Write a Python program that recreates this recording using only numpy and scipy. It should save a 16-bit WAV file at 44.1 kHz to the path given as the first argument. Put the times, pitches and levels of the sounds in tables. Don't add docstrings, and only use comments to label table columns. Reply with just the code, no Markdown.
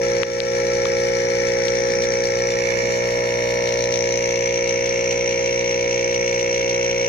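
import sys
import numpy as np
from scipy import signal
from scipy.fft import rfft, irfft
from scipy.io import wavfile
from scipy.ndimage import uniform_filter1d, minimum_filter1d

SR = 44100
rng = np.random.default_rng(int(sys.argv[2]) if len(sys.argv) > 2 else 0)


def pcm_store(signal):
    levels = np.round(np.clip(np.atleast_2d(signal), -1, 1) * 32767)
    wavfile.write(sys.argv[1], SR, levels.astype(np.int16).T)


N = 312228
TIME = np.arange(N) / SR
STROKE_HZ = 59.8956


def from_db(db):
    return 10 ** (np.asarray(db) / 20)


def rms_one(x):
    return x / np.sqrt(np.mean(x ** 2) + 1e-20)


def steady(x):
    power = uniform_filter1d(np.mean(x ** 2, axis=0), size=SR // 5)
    return x / np.sqrt(power + 1e-20)


def in_time(rows):
    s, *columns = np.transpose(rows)
    return [np.interp(TIME, s, column) for column in columns]


def at_hz(points, hz):
    point_hz, values = np.transpose(points)
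    return np.interp(np.log(hz), np.log(point_hz), values)


def panned(left_minus_right_db):
    return from_db(np.array([[.5], [-.5]]) * left_minus_right_db)


def drift(rate):
    knots = rng.standard_normal(1024)
    return np.interp(TIME * rate, np.arange(len(knots)), knots)


def clicks(times, sizes):
    at = np.round(np.asarray(times) * SR).astype(int)
    inside = (at >= 0) & (at < N)
    return np.bincount(at[inside], np.asarray(sizes)[inside], N) + 1e-18


def resonate(x, hz, width_hz):
    r = np.exp(-np.pi * width_hz / SR)
    b = (1 - r * r) / 2
    section = [b, 0, -b, 1, -2 * r * np.cos(2 * np.pi * hz / SR), r * r]
    return signal.sosfilt([section] * 2, x)


# time_s, place (0 first, 1 second, 2 third), hum_level_db, echo_db (added to the echo of the rattle)
MICROPHONE_PATH = [(0, 0.34, -20, 10.5), (1.9, 0.22, -20.5, 8.5), (2.35, 0.38, -21, 6.5),
                   (2.65, 0.59, -21.6, 6), (2.95, 0.85, -21.5, 10.5), (3.5, 0.98, -21.5, 7.5),
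                   (3.9, 1.19, -21.5, 1.5), (4.5, 1.66, -21.5, 5), (7.08, 1.83, -21.5, 2.5)]


def here(by_place):
    place = in_time(MICROPHONE_PATH)[0]
    return np.interp(place, np.arange(3), by_place)


ROOM_T60_S = 0.14
TURN_MS, TURN_PER_S = 0.039, 1.603


def room(x, wet_db, lead_ms=0.4544):
    t = TIME[:SR // 5]
    fading = from_db(-60 * t / ROOM_T60_S) * (t > .002)
    tails = rng.standard_normal((3, 2, len(t))) * fading
    tails = tails / np.sqrt(np.sum(tails ** 2, axis=2, keepdims=True))
    echo = np.zeros((2, N))
    for place, tail in zip(np.eye(3), tails):
        reflected = signal.oaconvolve(x[None], tail, axes=1)[:, :N]
        echo += np.sqrt(here(place)) * reflected
    delay_s = (lead_ms + TURN_MS * drift(TURN_PER_S)) / 1000
    right = np.interp(TIME - delay_s, TIME, x)
    return np.array([x, right]) + from_db(wet_db) * echo


# pitch_hz, relative_level_db (per Hz)
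AIR_SPECTRUM = [(20, -8), (45, -12), (90, -4.5), (200, -5.5), (330, -0.5), (520, 3), (680, -4), (900, -4),
                (1120, -17), (1500, -22), (4000, -37), (8000, -65), (15000, -67)]
# pitch_hz, likeness (0 unrelated, 1 the same)
AIR_LIKENESS = [(30, 1), (120, 0.66), (300, 0), (900, 0), (2500, 0), (12000, 0)]
AIR_DB, DRONE_HZ, DRONE_DB = -36, 57, -46.5


def air():
    hz = np.maximum(np.arange(N // 2 + 1) * SR / N, 1)
    mid, side = rfft(rng.standard_normal((2, N))) * from_db(at_hz(AIR_SPECTRUM, hz))
    alike = np.clip(at_hz(AIR_LIKENESS, hz), -1, 1)
    left_right = np.sqrt(1 + alike) * mid + np.sqrt(1 - alike) * side * [[1], [-1]]
    noise = irfft(left_right, N)
    drone = rms_one(np.sin(2 * np.pi * DRONE_HZ * TIME + 0.43 * drift(3.5)))
    return from_db(AIR_DB) * rms_one(noise) + from_db(DRONE_DB) * drone


# middle_s, half_length_s, level_db
GRIP_RUBS = [(1.955, 0.18, -38.5), (2.8, 0.34, -41)]
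RUB_HZ, RUB_WIDTH_HZ = 220, 240


def rubs():
    pressure = np.zeros(N)
    for s, half_s, db in GRIP_RUBS:
        pressure += from_db(db) * np.exp(-((TIME - s) / half_s) ** 2)
    return pressure * rms_one(resonate(rng.standard_normal((2, N)), RUB_HZ, RUB_WIDTH_HZ))


# start_s, peak_db (at the left port), pitch_hz, width_hz
BODY_TAPS = [(0.2329, 5, 1850, 1700), (0.2329, -8, 1250, 700), (0.4033, -1, 4200, 2300),
             (0.4032, -7, 2200, 1400), (.8553, -14, 1170, 383), (0.855, -7, 2600, 3000),
             (1.6833, -4, 3000, 3600)]


def taps(far_port_db=-21, soft_hz=7200):
    out = np.zeros(N)
    fingertip = signal.butter(4, soft_hz, fs=SR, output="sos")
    for s, db, hz, width_hz in BODY_TAPS:
        force = signal.sosfilt(fingertip, clicks([s], [1]))
        ring = resonate(force, hz, width_hz)
        out += from_db(db) * ring / np.abs(ring).max()
    return out * from_db([[0], [far_port_db]])


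def bubbles(rows, cycles, rise):
    out = np.zeros(N)
    for s, db, hz in rows:
        start = int(s * SR)
        length = min(int(cycles / hz * SR), N - start)
        turns = TIME[:length] * hz
        age = turns / cycles
        ring = np.sin(2 * np.pi * turns * (1 + rise * age))
        out[start:start + len(age)] += from_db(db - 60 * age) * ring
    return out


def swarm(count, level_db, spread_db, low_hz, high_hz):
    when, strength, size = rng.random((count, 3)).T
    start_s = when * TIME[-1]
    pitch_hz = low_hz * (high_hz / low_hz) ** size
    return np.transpose([start_s, level_db - spread_db * strength, pitch_hz])


# start_s, level_db (before the echo), pitch_hz
LARGE_POPS = [(2.4415, -20, 3850), (5.889, -27, 3700)]


def water():
    big = swarm(count=600, level_db=-36, spread_db=12, low_hz=280, high_hz=850)
    small = swarm(count=200, level_db=-26, spread_db=16, low_hz=2800, high_hz=5200)
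    gurgle = bubbles(big, cycles=20, rise=.08)
    fizz = bubbles(small, cycles=11, rise=.06)
    pops = bubbles(LARGE_POPS, cycles=3.9, rise=0.045)
    return room(gurgle + fizz + pops, wet_db=-4)


# multiple (of the stroke rate), relative_level_db
HUM_FIRST_PLACE = [(1, -45), (2, -18), (3, -18.5), (4, -22), (5, -22.5), (6, -10), (7, -12), (8, -2),
                   (9, 0), (10, -26.5), (11, -29), (12, -19), (13, -54), (14, -20), (15, -52), (16, -32),
                   (17, -75), (18, -88)]
HUM_SECOND_PLACE = [(1, -28), (2, -8), (3, -14.5), (4, -15.5), (5, -20), (6, -9), (7, -11.5), (8, 3),
                    (9, 2.5), (10, -4), (11, -10.5), (12, -87), (13, -88), (14, -16), (15, -17), (16, -12),
                    (17, -25.5), (18, -34)]
HUM_THIRD_PLACE = [(1, -48), (2, -16), (3, -18), (4, -21.5), (5, -20.5), (6, -9), (7, -12.5), (8, -0.5),
                   (9, 1), (10, -17), (11, -25), (12, -17), (13, -48), (14, -27), (15, -38), (16, -19),
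                   (17, -36), (18, -65)]
# pitch_hz, left_minus_right_db
HUM_LEFT_RIGHT = [(120, 1), (180, -7), (290, 3), (420, -1), (480, 1), (540, -2), (690, -4), (830, 8),
                  (960, -5)]


def hum(body_hz=508, body_width_hz=130, back_ms=5.85, back_share=1.0, lead_ms=0.25, waver_db=0.21):
    tables = np.array([HUM_FIRST_PLACE, HUM_SECOND_PLACE, HUM_THIRD_PLACE])
    arrival = TIME - np.array([[-.5], [.5]]) * lead_ms / 1000
    out = np.zeros((2, N))
    for k, multiple in enumerate(tables[0, :, 0]):
        hz = round(multiple) * STROKE_HZ
        strokes = 1 + back_share * np.exp(2j * np.pi * hz * back_ms / 1000)
        body = 1 / (1 + 1j * (hz ** 2 - body_hz ** 2) / (hz * body_width_hz))
        phase = np.angle(strokes * body ** 2)
        gain = from_db(here(tables[:, k, 1]) + waver_db * drift(6.8))
        tone = np.cos(2 * np.pi * hz * arrival + phase)
        out += gain * panned(at_hz(HUM_LEFT_RIGHT, hz)) * tone
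    return from_db(in_time(MICROPHONE_PATH)[1]) * steady(out)


# middle_s, half_crossing_s, pitch_hz, width_hz, left_db, right_db
GLASS_WAVES = [(0.14, 0.52, 2220, 600, -1, -8), (1.45, 0.16, 2240, 500, 2, -2),
               (2.12, 0.65, 5540, 1400, 2.5, 3), (2.7, 0.21, 2370, 800, -4, 8.5),
               (2.92, 0.17, 6840, 600, 8.5, 1), (3.35, 0.48, 6540, 1200, -3, 4.5),
               (3.8, 0.34, 4200, 1310, 5.5, 3), (3.9, 0.17, 2190, 500, -4, -2),
               (4.03, 0.32, 6370, 1080, 6, -8), (4.8, 0.17, 6050, 1500, 1.5, -4),
               (5.1, .14, 6300, 2000, -0.5, 3)]


def standing_waves(x):
    for s, half_s, hz, width_hz, left_db, right_db in GLASS_WAVES:
        nearness = np.exp(-((TIME - s) / half_s) ** 2)
        band = signal.lfilter(*signal.iirpeak(hz, hz / width_hz, fs=SR), x)
        change = from_db(nearness * np.array([[left_db], [right_db]])) - 1
        x = x + change * band
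    return x


# time_s, extra_db
HARD_LANDINGS = [(2.019, 8), (2.035, 8), (2.135, 5), (2.236, 5), (3.505, 5), (3.538, 4), (3.672, 5),
                 (3.722, 6), (3.839, 5), (3.922, 4), (3.956, 5), (4.356, 5), (4.857, 5), (5.109, 6),
                 (5.325, 4), (5.459, 4), (6.144, 5), (6.394, 5)]
STROKE_UNEVEN_DB = 1.67


def stroke_force(count):
    force_db = STROKE_UNEVEN_DB * rng.standard_normal(count)
    for s, db in HARD_LANDINGS:
        force_db[round(s * STROKE_HZ)] += db
    return force_db[:, None]


# burr_and_thrum_db, clack_db, sizzle_db, rasp_db
STROKE_CONTACTS = [(-6.52, .04, -6, -13, -15, -10), (-4.63, .028, 3, -6, -24, -9),
                   (-2.49, .035, -5, -14, -23, -16), (-.58, .02, -13, 2, 0, 1),
                   (.84, .035, -17, -10, -9, -6), (2.11, .05, -18, -18, -12, -11)]
# time_s, looseness_db (growth of timing scatter and scuffing)
HOUSING_LOOSENESS = [(0, 1), (1.7, 0.5), (2.05, 3), (2.7, 1), (2.95, -2.5), (3.6, -4), (4.0, 2),
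                     (7.08, -0.5)]


def contact_times():
    ms, scatter_ms = np.array(STROKE_CONTACTS).T[:2]
    strokes = np.arange(int(N / SR * STROKE_HZ) + 2)[:, None] / STROKE_HZ
    loose = from_db(np.interp(strokes, *np.transpose(HOUSING_LOOSENESS)))
    jitter_ms = loose * scatter_ms * rng.standard_normal((len(strokes), len(ms)))
    return strokes + (ms + jitter_ms) / 1000


SCUFF_RISE_S = .0012


def rattle(times, contact_db, modes, heard, uneven_db, scuff_db, scuff_s, wet_db, lead_ms=0.4565):
    knock_db = contact_db + uneven_db * rng.standard_normal(times.shape)
    knocks = clicks(times.ravel(), from_db(knock_db).ravel())
    r = np.exp(-1 / (scuff_s * SR))
    fading = signal.lfilter([np.sqrt(1 - r * r)], [1, -r], knocks)
    pressure = uniform_filter1d(fading, size=int(SCUFF_RISE_S * SR))
    scuff_gain = from_db(scuff_db + in_time(HOUSING_LOOSENESS)[0])
    force = knocks + scuff_gain * pressure * rng.standard_normal(N)
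    rings = np.zeros(N)
    for k, (hz, width_hz, *db) in enumerate(modes):
        rings += (-1) ** k * from_db(here(db)) * resonate(force, hz, width_hz)
    level_db, pan_db = map(here, heard)
    echoed = room(rings, wet_db + in_time(MICROPHONE_PATH)[2], lead_ms)
    return from_db(level_db) * panned(pan_db) * steady(echoed)


# pitch_hz, width_hz, first_place_db, second_place_db, third_place_db (relative levels)
BURR_MODES = [(1066, 480, -2.5, -5, -1), (1334, 31, 13.5, 5, 5), (1403, 1060, -12, -5, -10)]
THRUM_MODES = [(1718, 330, -3, -10, -5), (1885, 208, -8, -4, -4)]
CLACK_MODES = [(2156, 419, -1, -1, 1), (2357, 712, -15, -7, -3), (2230, 215, -11, -3, -5)]
CHATTER_MODES = [(2780, 400, 0, 0, 0)]
SIZZLE_MODES = [(5455, 590, -4, -7.5, -13), (5911, 476, -0.5, -2, 1.5), (5720, 110, -14, -22, 15),
                (6280, 200, -18.5, -15, -2)]
RASP_MODES = [(3000, 1040, -2, 0.5, 0.5), (4176, 1300, 1.5, 1, -0.5), (6760, 1530, -2.5, -2, -7.5),
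              (9810, 1230, -13, -13, -19.5), (11800, 5500, -24.5, -18, -28.5)]
# level_db (before panning), left_minus_right_db
BURR_AT_PLACES = (-39, -36.5, -43.5), (3, 2.5, 0.5)
THRUM_AT_PLACES = (-34, -38.5, -34.5), (8.5, -8.5, -0.5)
CHATTER_AT_PLACES = (-54, -46.5, -39), (-3, -2, -7)
CLACK_AT_PLACES = (-33.5, -30.5, -29.5), (10, -0.5, -1.5)
SIZZLE_AT_PLACES = (-31.5, -34, -29), (5, 6, 6)
RASP_AT_PLACES = (-38.5, -39, -38.5), (1, 1, -2)
# first_place_ms, second_place_ms, third_place_ms
THRUM_LEADS = (.456, 0.43, 0.3)
CHATTER_LEAD_MS = .36
SIZZLE_FOLLOWS = 0.37


def pump_rattle():
    thrum_hits, clack_hits, sizzle_hits, rasp_hits = np.array(STROKE_CONTACTS).T[2:]
    times = contact_times()
    hard_db = stroke_force(len(times))
    burr = rattle(times, thrum_hits, BURR_MODES, BURR_AT_PLACES,
                  uneven_db=1.2, scuff_db=-7, scuff_s=0.003, wet_db=-16)
    thrum = rattle(times, thrum_hits, THRUM_MODES, THRUM_AT_PLACES,
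                   uneven_db=1.1, scuff_db=-8, scuff_s=0.0025, wet_db=-12, lead_ms=here(THRUM_LEADS))
    clack = rattle(times, clack_hits, CLACK_MODES, CLACK_AT_PLACES,
                   uneven_db=0.8, scuff_db=-9.5, scuff_s=0.0025, wet_db=-11)
    chatter = rattle(times, clack_hits + hard_db, CHATTER_MODES, CHATTER_AT_PLACES,
                     uneven_db=1.5, scuff_db=-4, scuff_s=0.0025, wet_db=-10, lead_ms=CHATTER_LEAD_MS)
    sizzle = rattle(times, sizzle_hits + SIZZLE_FOLLOWS * hard_db, SIZZLE_MODES, SIZZLE_AT_PLACES,
                    uneven_db=1.2, scuff_db=-8, scuff_s=0.0011, wet_db=-9.5)
    rasp = rattle(times, rasp_hits + hard_db, RASP_MODES, RASP_AT_PLACES,
                  uneven_db=2, scuff_db=-5, scuff_s=0.0021, wet_db=-2)
    return standing_waves(burr + thrum + clack + chatter + sizzle + rasp)


def scene():
    return air() + rubs() + taps() + water() + hum() + pump_rattle()


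CUTOFF_HZ = 15600


def record(dry, ceiling_db=-1.0, release_db_per_s=22):
    peak_db = 20 * np.log10(np.abs(dry).max(axis=0) + 1e-9)
    over_db = np.maximum(peak_db - ceiling_db, 0)
    released_db = release_db_per_s * TIME
    held_db = np.maximum.accumulate(over_db + released_db) - released_db
    gain_db = uniform_filter1d(minimum_filter1d(-held_db, size=129), size=129)
    top_cut = signal.ellip(10, .1, 90, CUTOFF_HZ, fs=SR, output="sos")
    return signal.sosfilt(top_cut, dry * from_db(gain_db))


dry = scene()
out = record(dry)
pcm_store(out)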